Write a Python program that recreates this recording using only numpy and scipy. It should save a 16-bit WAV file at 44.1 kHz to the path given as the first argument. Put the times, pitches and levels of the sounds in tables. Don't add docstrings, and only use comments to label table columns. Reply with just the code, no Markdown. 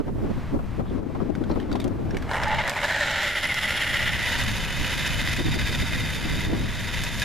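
import sys
import numpy as np
from scipy import signal
from scipy.fft import rfft, irfft, next_fast_len
from scipy.io import wavfile
from scipy.ndimage import uniform_filter1d, minimum_filter1d, map_coordinates

SR = 44100
rng = np.random.default_rng(int(sys.argv[2]) if len(sys.argv) > 2 else 0)


def wrap_up_sound(samples):
    columns = np.atleast_2d(samples).T
    tamed = np.clip(columns, -1, 1)
    steps = np.round(tamed * 32767).astype(np.int16)
    wavfile.write(sys.argv[1], SR, steps)


N = 319284

GEAR_SAG = 0.019
# (frequency [Hz], width [Hz], gain [dB])
PLASTIC = [(895, 660, 7.5), (1870, 270, 9), (2270, 1000, 6), (3540, 1900, 4), (4670, 820, -3),
           (5960, 4400, -9.5)]


def amp(db):
    return 10 ** (np.asarray(db) / 20)


def unit(x):
    return x / np.sqrt(np.mean(x ** 2) + 1e-20)


def along(points, hz):
    f, v = np.transpose(points)
    return np.interp(np.log(hz + 1), np.log(f + 1), v)


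def curves(rows):
    s, *cols = np.transpose(rows)
    return [np.interp(np.arange(N) / SR, s, c) for c in cols]


def wobble(rate):
    return map_coordinates(rng.standard_normal(int(N * rate / SR) + 4), [np.arange(N) * rate / SR])


def swells(rows, order=2):
    t, power = np.arange(N) / SR, np.zeros(N)
    for s, db, half in rows:
        near = slice(*np.searchsorted(t, [s - .1, s + .1]))
        power[near] += amp(db) ** 2 * np.exp(-abs((t[near] - s) / half) ** order)
    return power


def dips(rows, half_s, recover_s):
    rows = np.array(rows)
    since = np.arange(N) / SR - rows[:, :1]
    return rows[:, 1] @ np.exp(-(np.minimum(since, 0) / half_s) ** 2 - np.maximum(since, 0) / recover_s)


def filtered(x, gain, causal=False):
    size = 2 * next_fast_len(N // 2 + 4096)
    response = gain(np.fft.rfftfreq(size, 1 / SR))
    if causal:
        cepstrum = irfft(np.log(response + 1e-6))[:size // 2]
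        cepstrum[0] /= 2
        response = np.exp(rfft(2 * cepstrum, size))
    return irfft(rfft(x, size) * response, size)[..., :N]


def coloured(x, colour, causal=False):
    return filtered(x, lambda hz: amp(along(colour, hz)), causal)


def ring(x, modes):
    def gain(f):
        return np.sqrt(sum((amp(db) / (1 + ((f * f - hz * hz) / (f * width + 1)) ** 2)) ** 2
                           for hz, width, db in modes))
    return filtered(x, gain, causal=True)


def impacts(rate, spread_db):
    struck = rng.random((2, N)) < rate / SR
    size_db = spread_db * np.minimum(rng.standard_normal((2, N)), 2)
    return unit(struck * np.sign(rng.standard_normal((2, N))) * amp(size_db))


def tone(hz, width_hz, rough):
    rough = np.clip(rough, 0, 1)
    flutter = unit(wobble(2 * width_hz)) + 1j * unit(wobble(2 * width_hz))
    carrier = np.exp(2j * np.pi * np.cumsum(hz) / SR)
    return unit(np.real((np.sqrt(1 - rough) + np.sqrt(rough / 2) * flutter) * carrier))


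def air():
    # (time [s], relative level [dB])
    levels = [(0.0, -45.5), (0.42, -43.5), (0.9, -45), (1.3, -47.5), (2.05, -48), (2.25, -41.5),
              (2.6, -45.5)]
    # (time [s], depth [dB])
    lulls = [(0.025, 7), (0.12, 9), (0.565, 11), (0.83, 8), (1.02, 9), (1.32, 4), (1.91, 1.5), (2.07, 0)]
    # (frequency [Hz], gain [dB])
    colour = [(100, 15.5), (500, 1.5), (1000, 0.5), (2000, -6), (3500, -15.5), (6000, -23.5),
              (10000, -33.5), (14000, -35)]
    air_db, = curves(levels)
    noise = rng.standard_normal(N) + 0.24 * rng.standard_normal((2, N))
    return amp(air_db + 8 - dips(lulls, half_s=0.026, recover_s=0.077)) * unit(coloured(noise, colour))


def wind():
    # (time [s], relative rumble level [dB], flutter level [dB])
    levels = [(0, -35, -39.5), (0.27, -31.5, -28.5), (0.45, -31, -45.5), (1.1, -37.5, -32),
              (1.45, -34.5, -31), (1.87, -35.5, -28), (2.02, -33.5, -30), (2.25, -35.5, -41),
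              (2.65, -37.5, -59), (3.0, -57, -81), (3.7, -43, -56), (4.5, -31.5, -48.5), (4.95, -35, -44.5),
              (5.45, -30, -43.5), (6.38, -31, -38), (6.54, -29.5, -33), (6.75, -33, -49), (7.24, -36, -62)]
    # (time [s], relative level [dB], half length [s])
    puffs = [(0.004, -18, 0.0074), (0.087, -24, 0.0082), (0.25, -30, 0.017), (0.308, -23, 0.0082),
             (0.554, -21, 0.022), (0.808, -26.5, 0.013), (0.96, -26.5, 0.051), (1.032, -26, 0.0035),
             (1.245, -25, 0.037), (1.303, -20, 0.0049), (1.371, -29.5, 0.012), (1.425, -23.5, 0.015),
             (1.522, -21.5, 0.0054), (1.736, -25, 0.014), (1.868, -23.5, 0.019), (2.139, -27, 0.028),
             (5.405, -27, 0.012), (5.469, -27.5, 0.018), (5.558, -28, 0.015), (5.705, -31, 0.011),
             (5.83, -31.5, .014), (5.93, -38, 0.011), (6.257, -30.5, .01), (6.477, -32.5, 0.023),
             (6.543, -24, 0.014), (6.63, -32.5, 0.023)]
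    # (time [s], tilt to the left [dB])
    windward = [(0, -2), (.35, -0.5), (.7, 2), (1.3, 4.5), (1.9, 2), (2.4, 0), (7.2, 0.5)]
    # (frequency [Hz], gain [dB])
    rumble_colour = [(10, -3), (25, -2), (60, -1), (110, -0.5), (170, -5.5), (250, -10), (400, -42),
                     (900, -56)]
    flutter_colour = [(60, -5.5), (130, -12), (200, 0), (300, 1.5), (450, -7.5), (700, -16), (1200, -26.5),
                      (2000, -42), (5000, -52), (12000, -65)]

    def eddies(colour):
        turbulence = rng.standard_normal((2, N)) + 0.39 * rng.standard_normal(N)
        return unit(coloured(turbulence, colour))

    rumble_db, flutter_db = curves(levels)
    left_db, = curves(windward)
    lumps = unit(amp(3.65 * np.array([wobble(70), wobble(70)])))
    gust = wobble(rate=16)
    rumble = amp(rumble_db + 3 + 2 * gust) * eddies(rumble_colour)
    flutter_power = amp(flutter_db + 2.5 * gust) ** 2 + amp(0.5) ** 2 * swells(puffs)
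    flutter = np.sqrt(flutter_power) * lumps * eddies(flutter_colour)
    ports = amp([left_db, -left_db])
    return (rumble + flutter) * ports / np.sqrt(np.mean(ports ** 2, axis=0))


def slaps():
    # (time [s], relative peak level [dB])
    fronts = [(0.079, -27.5), (0.183, -33), (0.589, -26), (0.795, -23.5), (0.856, -31.5), (1.15, -24.5),
              (1.202, -24.5), (1.498, -22), (1.557, -23.5), (1.695, -31), (1.752, -22), (1.925, -35),
              (1.986, -34), (6.535, -36)]
    # (frequency [Hz], gain [dB])
    colour = [(150, 5.5), (350, -5), (600, -0.5), (1100, -4.5), (1700, -20), (3000, -30), (8000, -47)]
    rise_s, t60_s = 0.00077, 0.097
    t, push = np.arange(SR // 5) / SR, np.zeros(N)
    attack = 1 - np.exp(-(t / rise_s) ** 2)
    for s, db in fronts:
        push[round(s * SR):][:len(t)] += amp(db + 0.5 - 60 * t / t60_s) * attack
    return push * unit(coloured(rng.standard_normal((2, N)), colour)) * amp([[1.5], [-2.5]])


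def squeaks():
    # (time [s], relative level [dB], half length [s], top frequency [Hz])
    strokes = [(0.885, -57, 0.02, 3600), (1.525, -52, 0.02, 4320), (1.52, -59, 0.018, 5550),
               (1.615, -55, .02, 3300), (1.745, -52, .03, 3700), (1.825, -54, .025, 3500)]
    out = np.zeros(N)
    scuff = unit(ring(rng.standard_normal(N), PLASTIC))
    slips = unit(amp(3.4 * wobble(130)))
    for s, db, half, hz in strokes:
        stroke = np.sqrt(swells([(s, 0, half)]))
        chirp = tone(hz * (1 + 0.15 * (stroke - 1)), width_hz=430, rough=0.99)
        out += amp(db) * stroke * (chirp + amp(-1.5) * scuff)
    return out * slips


def clicks():
    # (time [s], relative level [dB],
    # crack gain [dB], first mode [Hz], second mode [Hz], second mode gain [dB])
    hits = [(0.9981, -47, -22, 1500, 3700, -20), (1.352, -27, -17, 1510, 3800, -26),
            (1.4384, -29.5, -28, 1500, 3280, -12), (1.6, -26.5, -25, 1800, 3050, -10),
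            (1.6277, -35, -30, 2170, 3100, -10), (1.716, -24, -23, 1420, 3680, -19),
            (1.728, -30, -8, 3770, 4600, -3), (1.755, -20, -25, 850, 3650, -21),
            (1.8013, -30.5, -0.5, 2380, 3630, -1), (1.816, -33, -8, 2230, 3600, -6),
            (1.8424, -35, 3, 2170, 3450, -4), (1.8783, -38.5, -1, 1550, 5500, -16),
            (2.1083, -28, -26, 1660, 5540, -11.5), (2.146, -29, -26, 1560, 2250, -4),
            (2.169, -23.5, -8.5, 1800, 2200, -4), (2.186, -39, -20, 2220, 5900, -6),
            (2.2235, -26, -16, 1640, 3840, -25), (2.3131, -16, -32, 940, 1470, -6),
            (2.4176, -38, -16, 1800, 5340, -14), (2.4342, -16, -15, 1760, 5260, -12),
            (2.481, -21, -11, 2120, 7200, -19), (2.5457, -26, -10, 2050, 5160, -13),
            (2.677, -15, -10, 1680, 4000, -17), (2.6956, -17, -2, 1870, 4870, -17),
            (2.711, -28, -7, 1900, 4800, -12), (2.765, -20.5, -26, 2030, 920, 1),
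            (3.032, -21, -18.5, 1850, 4030, -7), (3.0626, -28, -2, 1891, 4100, -10.5),
            (3.4712, -29.5, -3, 1970, 9980, -3), (3.543, -26, 2.5, 1950, 5390, -8),
            (3.6138, -31, 0, 1950, 3980, -7), (3.766, -29, -8, 1984, 9750, -3),
            (4.2691, -32, -34, 2060, 2950, -7), (4.3871, -24, -4, 1950, 4470, -6),
            (4.438, -27.5, 4.5, 1930, 5200, -16), (4.5146, -30, 2, 1920, 5200, -14),
            (5.2747, -15, -19, 2050, 4740, -19), (6.9731, -22, -21, 1975, 3700, -15.5),
            (7.0362, -26, 5.5, 1740, 6360, -11), (7.0665, -20.5, -23, 1990, 2550, -4),
            (7.1975, -26, 5, 1970, 4940, -4), (7.219, -14.5, -22, 1670, 2510, -11)]
    crack_colour = [(2000, 0.5), (6000, -1.5), (14000, -12.5)]  # (frequency [Hz], gain [dB])
    knocks, cracks, rings = np.zeros((3, 2, N))
    for s, db, crack_db, first_hz, second_hz, second_db in hits:
        at = round(s * SR)
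        t = np.arange(min(SR // 10, N - at)) / SR
        here = slice(at, at + len(t))
        burst = rng.standard_normal(len(t)) + 0.52 * rng.standard_normal((2, len(t)))
        knocks[:, here] += amp(db - 12.5 - 60 * t / 0.041) * burst
        crack_decay = amp(-60 * t / 0.044) + amp(-60 * t / 0.0075)
        cracks[:, here] += amp(db + crack_db - 5.5) * crack_decay * burst
        rings[:, here] += amp(db - 4 - 60 * t / 0.023) * np.sin(2 * np.pi * first_hz * t)
        rings[:, here] += amp(db + second_db - 60 * t / 0.027) * np.sin(2 * np.pi * second_hz * t)
    return rings + ring(knocks, PLASTIC) + coloured(cracks, crack_colour, causal=True)


def landings():
    # (first landing [s], last landing [s], hops [count],
    # first strength [dB], last strength [dB], half length [s])
    runs = [(2.362, 2.525, 3, 1, 3.5, 0.027), (2.6, 2.672, 2, 8, 3, 0.019),
            (2.773, 2.843, 2, 6.5, 7.5, .012), (2.905, 3.022, 3, 3.5, 4, 0.019),
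            (3.115, 3.315, 4, -5, -11, .024), (3.372, 3.442, 2, 7, 10, 0.018),
            (3.511, 3.645, 3, 6.5, 8, .018), (3.7, 4.082, 7, 6, 8, 0.026), (4.142, 4.41, 5, 6, 8, 0.023),
            (4.484, 4.79, 5, 3.5, -9, 0.016), (4.858, 5.062, 4, 2.5, 2, 0.018),
            (5.13, 5.275, 3, 1.5, 3, 0.022), (5.325, 5.381, 2, 7, 5, 0.019),
            (5.468, 5.943, 8, 4.5, 4, 0.02), (6.0, 6.146, 4, 2, -1.5, 0.018),
            (6.249, 6.445, 5, 0.5, -3, 0.012), (6.695, 6.985, 7, -5, 4, .013),
            (7.076, 7.149, 2, 5.5, -4, 0.013), (7.226, 7.226, 1, 8, 9, .012)]
    rows = np.vstack([np.linspace((first, first_db, half), (last, last_db, half), round(count))
                      for first, last, count, first_db, last_db, half in runs])
    rows[:, 1] += rng.standard_normal(len(rows))
    return rows


def grip(times):
    t = np.arange(N) / SR
    nearest = times[np.searchsorted((times[1:] + times[:-1]) / 2, t)]
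    return np.tanh((t - nearest) / .03) + 0.25 * wobble(25)


def gust_dip():
    return dips([(6.5, 5.5)], half_s=0.026, recover_s=0.15)


def ticks():
    # (time [s], level [dB])
    levels = [(2.3, -62), (2.8, -50), (3.3, -56), (4.5, -55), (5.6, -64), (7.24, -61)]
    # (frequency [Hz], width [Hz], gain [dB])
    modes = [(4120, 860, 5), (5200, 600, 0), (7100, 1500, 0), (9900, 1500, -10), (12200, 3200, -8)]
    tick_db, = curves(levels)
    t, t60_s = np.arange(SR // 25) / SR, 0.012
    burst = rng.standard_normal(len(t)) * amp(-60 * t / t60_s)
    mid, side = signal.fftconvolve(impacts(rate=30, spread_db=0), burst[None], axes=1)[:, :N]
    grains = ring(mid + 0.53 * np.array([side, -side]), modes)
    return unit(grains) * amp(tick_db - gust_dip())


def clatter(hop):
    # (time [s], relative level [dB])
    levels = [(2.3, -25.5), (2.6, -25.5), (2.74, -27), (3.0, -29), (3.3, -31), (3.5, -35.5), (4.3, -32.5),
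              (5.5, -41), (7.24, -46)]
    # (frequency [Hz], gain [dB], 60 dB decay time [s])
    modes = [(883, -6.5, 0.024), (1660, -5.5, 0.025), (2080, 0.5, 0.021), (3000, -7.5, 0.014),
             (3800, -19, .01)]
    knocks_per_s, spread_db, detune_share, crack_db = 68, 3, 0.067, -22
    clatter_db, = curves(levels)
    t, out = np.arange(SR // 25) / SR, np.zeros(N + SR)
    knock_count = np.cumsum(knocks_per_s * amp(2.5 * wobble(60))) / SR
    onsets = np.flatnonzero(np.diff(np.floor(knock_count)))
    hz, db, t60 = np.transpose(modes)[:, :, None]
    draws = rng.standard_normal((800, 2, len(hz), 1)).clip(-2, 2)
    lowpass = signal.butter(2, 6000, fs=SR)
    cracks = signal.lfilter(*lowpass, rng.standard_normal((len(draws), len(t))))
    cracks *= amp(crack_db - 60 * t / 0.011)
    for at, (size, detune), crack in zip(onsets, draws, cracks):
        decays = amp(db + spread_db * size - 60 * t / t60)
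        rings = decays * np.sin(2 * np.pi * hz * (1 + detune_share * detune) * t)
        out[at:at + len(t)] += rings.sum(axis=0) + crack * amp(spread_db * size[0])
    return out[:N] * amp(clatter_db - gust_dip()) * unit(hop ** 0.57)


def partials(hop, drag):
    # (start [s], end [s], first frequency [Hz], last frequency [Hz],
    # relative level [dB], width [Hz], roughness [0-1])
    stretches = [(2.304, 2.41, 937, 893, -33, 60, 0.7), (2.45, 2.6, 862, 872, -31.5, 44.9, 0.65),
                 (2.65, 2.75, 579, 590, -34, 35.36, .5), (2.819, 3.25, 591, 583.5, -41.5, 45, .85),
                 (2.902, 3.051, 1654, 1767, -35, 181, .9), (3.298, 4.0, 10230, 9700, -55, 343, 1),
                 (4.205, 4.308, 1980, 1935, -33, 90.1, 0.9), (4.28, 5.195, 2943, 2966, -42, 119.9, 0.9)]
    fade_s, waver_share = 0.022, 0.00798
    t, out = np.arange(N) / SR, np.zeros(N)
    for start, end, first_hz, last_hz, db, width_hz, rough in stretches:
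        gate = (np.tanh((t - start) / fade_s) - np.tanh((t - end) / fade_s)) / 2
        glide_hz = np.interp(t, [start, end], [first_hz, last_hz])
        bend = 1 + waver_share * wobble(30) - GEAR_SAG * drag
        out += amp(db) * gate * tone(glide_hz * bend, width_hz, rough)
    return out * unit(hop ** 0.65)


def whine(hop, drag):
    # (time [s], relative level [dB], roughness [0-1])
    motor_levels = [(2.3, -40, .6), (2.6, -38, .75), (2.7, -40.5, 0.8), (2.95, -32.5, 0.8),
                    (3.3, -33.5, 0.4), (3.44, -36.5, .2), (3.51, -32, 0.06), (3.59, -34, 0.08),
                    (3.72, -46, 0.51), (4.28, -42.5, 0.5), (4.7, -42, 0.4), (5.4, -47, 0.55),
                    (5.8, -43, 0.5), (6.35, -39.5, 0.6), (6.55, -37, 0.7), (7.24, -52, 0.62)]
    # (time [s], frequency [Hz])
    motor_pitch = [(2.3, 1782), (2.6, 2014), (2.899, 1745), (3.2, 1940), (3.52, 2052), (4.2, 1901),
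                   (5.0, 2020), (7.2, 1990)]
    # (time [s], relative level [dB])
    gear_levels = [(2.3, -59), (3.3, -40), (3.7, -59), (4.8, -55), (5.2, -54), (5.42, -38.5), (5.9, -38.5),
                   (6.1, -39), (6.44, -39), (6.5, -44), (7.24, -51)]
    # (frequency [Hz], width [Hz], gain [dB])
    gear_tones = [(2390, 130, 3.5), (3670, 80, 9.5), (4780, 55, 2.5), (5230, 100, -16)]
    motor_sag = 0.07
    motor_db, motor_rough = curves(motor_levels)
    motor_hz, = curves(motor_pitch)
    gears_db, = curves(gear_levels)
    load = np.sqrt(np.maximum(hop ** 2 - .85, 0))
    motor = tone(motor_hz * (1 - motor_sag * drag), width_hz=100, rough=motor_rough)
    gears = sum(amp(db) * tone(hz * (1 - GEAR_SAG * drag), width, rough=0.64)
                for hz, width, db in gear_tones)
    return amp(motor_db) * unit(load) * motor + amp(gears_db - 1.5) * unit(gears * hop ** 0.83)


def rattle(hop):
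    # (time [s], level [dB])
    levels = [(2.3, -30), (2.72, -31), (2.95, -29.5), (3.25, -26.5), (3.42, -33), (3.75, -31), (4.2, -33),
              (4.6, -33.5), (5.05, -31.5), (5.45, -37), (6.0, -36), (6.4, -35.5), (6.6, -35.5), (7.24, -35)]
    # (time [s], treble lift [dB])
    spray = [(2.3, -5), (2.5, -13), (2.85, 1), (3.5, 1.5), (5.0, -0.5), (5.85, 2), (6.7, -0.5), (7.24, 3)]
    # (time [s], side [0 roof, 1 close tail, 2 far tail, 3 and above flank])
    facing = [(2.3, 0), (2.58, 0.65), (2.76, 0.45), (3.35, 1.7), (4.1, 2), (4.45, 3.5)]
    # (frequency [Hz], width [Hz], gain [dB])
    roof = [(630, 230, -2), (805, 52, -7), (910, 260, -1.5), (1360, 630, -5.5), (1740, 200, -3.5),
            (2020, 370, -13.5), (2880, 360, -14.5), (3540, 1300, -34), (5200, 420, -27), (6720, 6500, -27),
            (11640, 8070, -47.7)]
    tail_close = [(585, 36, -5.5), (608, 120, -8.5), (857, 230, -8.5), (1460, 250, -4.5), (1850, 360, -3.5),
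                  (2150, 360, -8), (2930, 1200, -12.5), (3800, 1000, -16.5), (5300, 930, -25),
                  (7040, 2100, -27), (11880, 2400, -40)]
    tail_far = [(598, 140, -11), (843, 120, -13), (1440, 270, -9.5), (1950, 1540, -11.5), (1960, 440, -1.5),
                (2850, 250, -8), (3240, 810, -9.5), (4430, 470, -22), (5310, 670, -21), (6900, 1300, -26),
                (9760, 1700, -29.5), (12150, 9200, -35)]
    flank = [(577, 300, -8.5), (951, 160, -7), (1664, 690, -2.5), (2035, 230, 0.5), (2526, 400, -3),
             (3026, 440, -6), (3610, 510, -4), (4690, 1650, -13.5), (5320, 310, -16.5), (6650, 1330, -16),
             (9400, 2000, -24.5), (10100, 580, -20.5), (12090, 3300, -25.5)]
    (roll_db,), (spray_db,), (aspect,) = map(curves, (levels, spray, facing))
    chatter = unit(amp(2.1 * np.tanh(wobble(240))))
    blows = unit(impacts(rate=3600, spread_db=1.0) + 0.5 * rng.standard_normal((2, N))) * chatter
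    grit = filtered(blows, lambda hz: hz ** 4 / (hz ** 4 + 5000 ** 4))
    clumps = unit(hop ** .55 * amp(1.1 * wobble(60) + .6 * wobble(18)))
    force = (blows - grit) * unit(hop ** 0.71) + grit * clumps * amp(spray_db)
    shell = np.zeros((2, N))
    for side, modes in enumerate((roof, tail_close, tail_far, flank)):
        share = np.clip(1 - abs(np.clip(aspect, 0, 3) - side), 0, 1)
        shell += share * unit(ring(force, modes))
    return shell * amp(roll_db - gust_dip()) * np.sqrt(np.mean(hop ** 2))


def car():
    # (frequency [Hz], side gain [dB])
    width = [(500, -46), (1700, -35), (3200, -21.5), (4500, -11.5), (6000, -5.5), (7000, -6.5),
             (9200, -1.5), (10700, -16), (14000, -44)]
    # (frequency [Hz], left minus right [dB])
    ports = [(3000, -0.5), (3900, -2.5), (5200, -0.5), (5850, -8), (6500, 1.5), (7200, 1), (7900, -7),
             (8450, 0), (9450, 6), (10700, 1), (14000, -0.5)]
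    start_s = 2.3
    running = (1 + np.tanh((np.arange(N) / SR - start_s) / .024)) / 2
    hops = landings()
    hop = np.sqrt(1 + swells(hops, order=4))
    mid, side = rattle(hop)
    drag = grip(np.sort(hops[:, 0]))
    mid = mid + whine(hop, drag) + partials(hop, drag) + clatter(hop)
    side = coloured(side, width)
    stereo = running * (np.array([mid + side, mid - side]) + ticks())
    return filtered(stereo, lambda hz: amp(np.outer([.5, -.5], along(ports, hz))))


def scene():
    return car() + clicks() + squeaks() + wind() + slaps() + air()


def record(dry):
    ceiling, window, top_hz = .28, SR // 250, 14350
    needed = np.minimum(1, ceiling / (abs(dry).max(axis=0) + 1e-9))
    gain = uniform_filter1d(minimum_filter1d(needed, window), window)
    return filtered(dry * gain, lambda hz: hz < top_hz)


dry = scene()
out = record(dry)
wrap_up_sound(out)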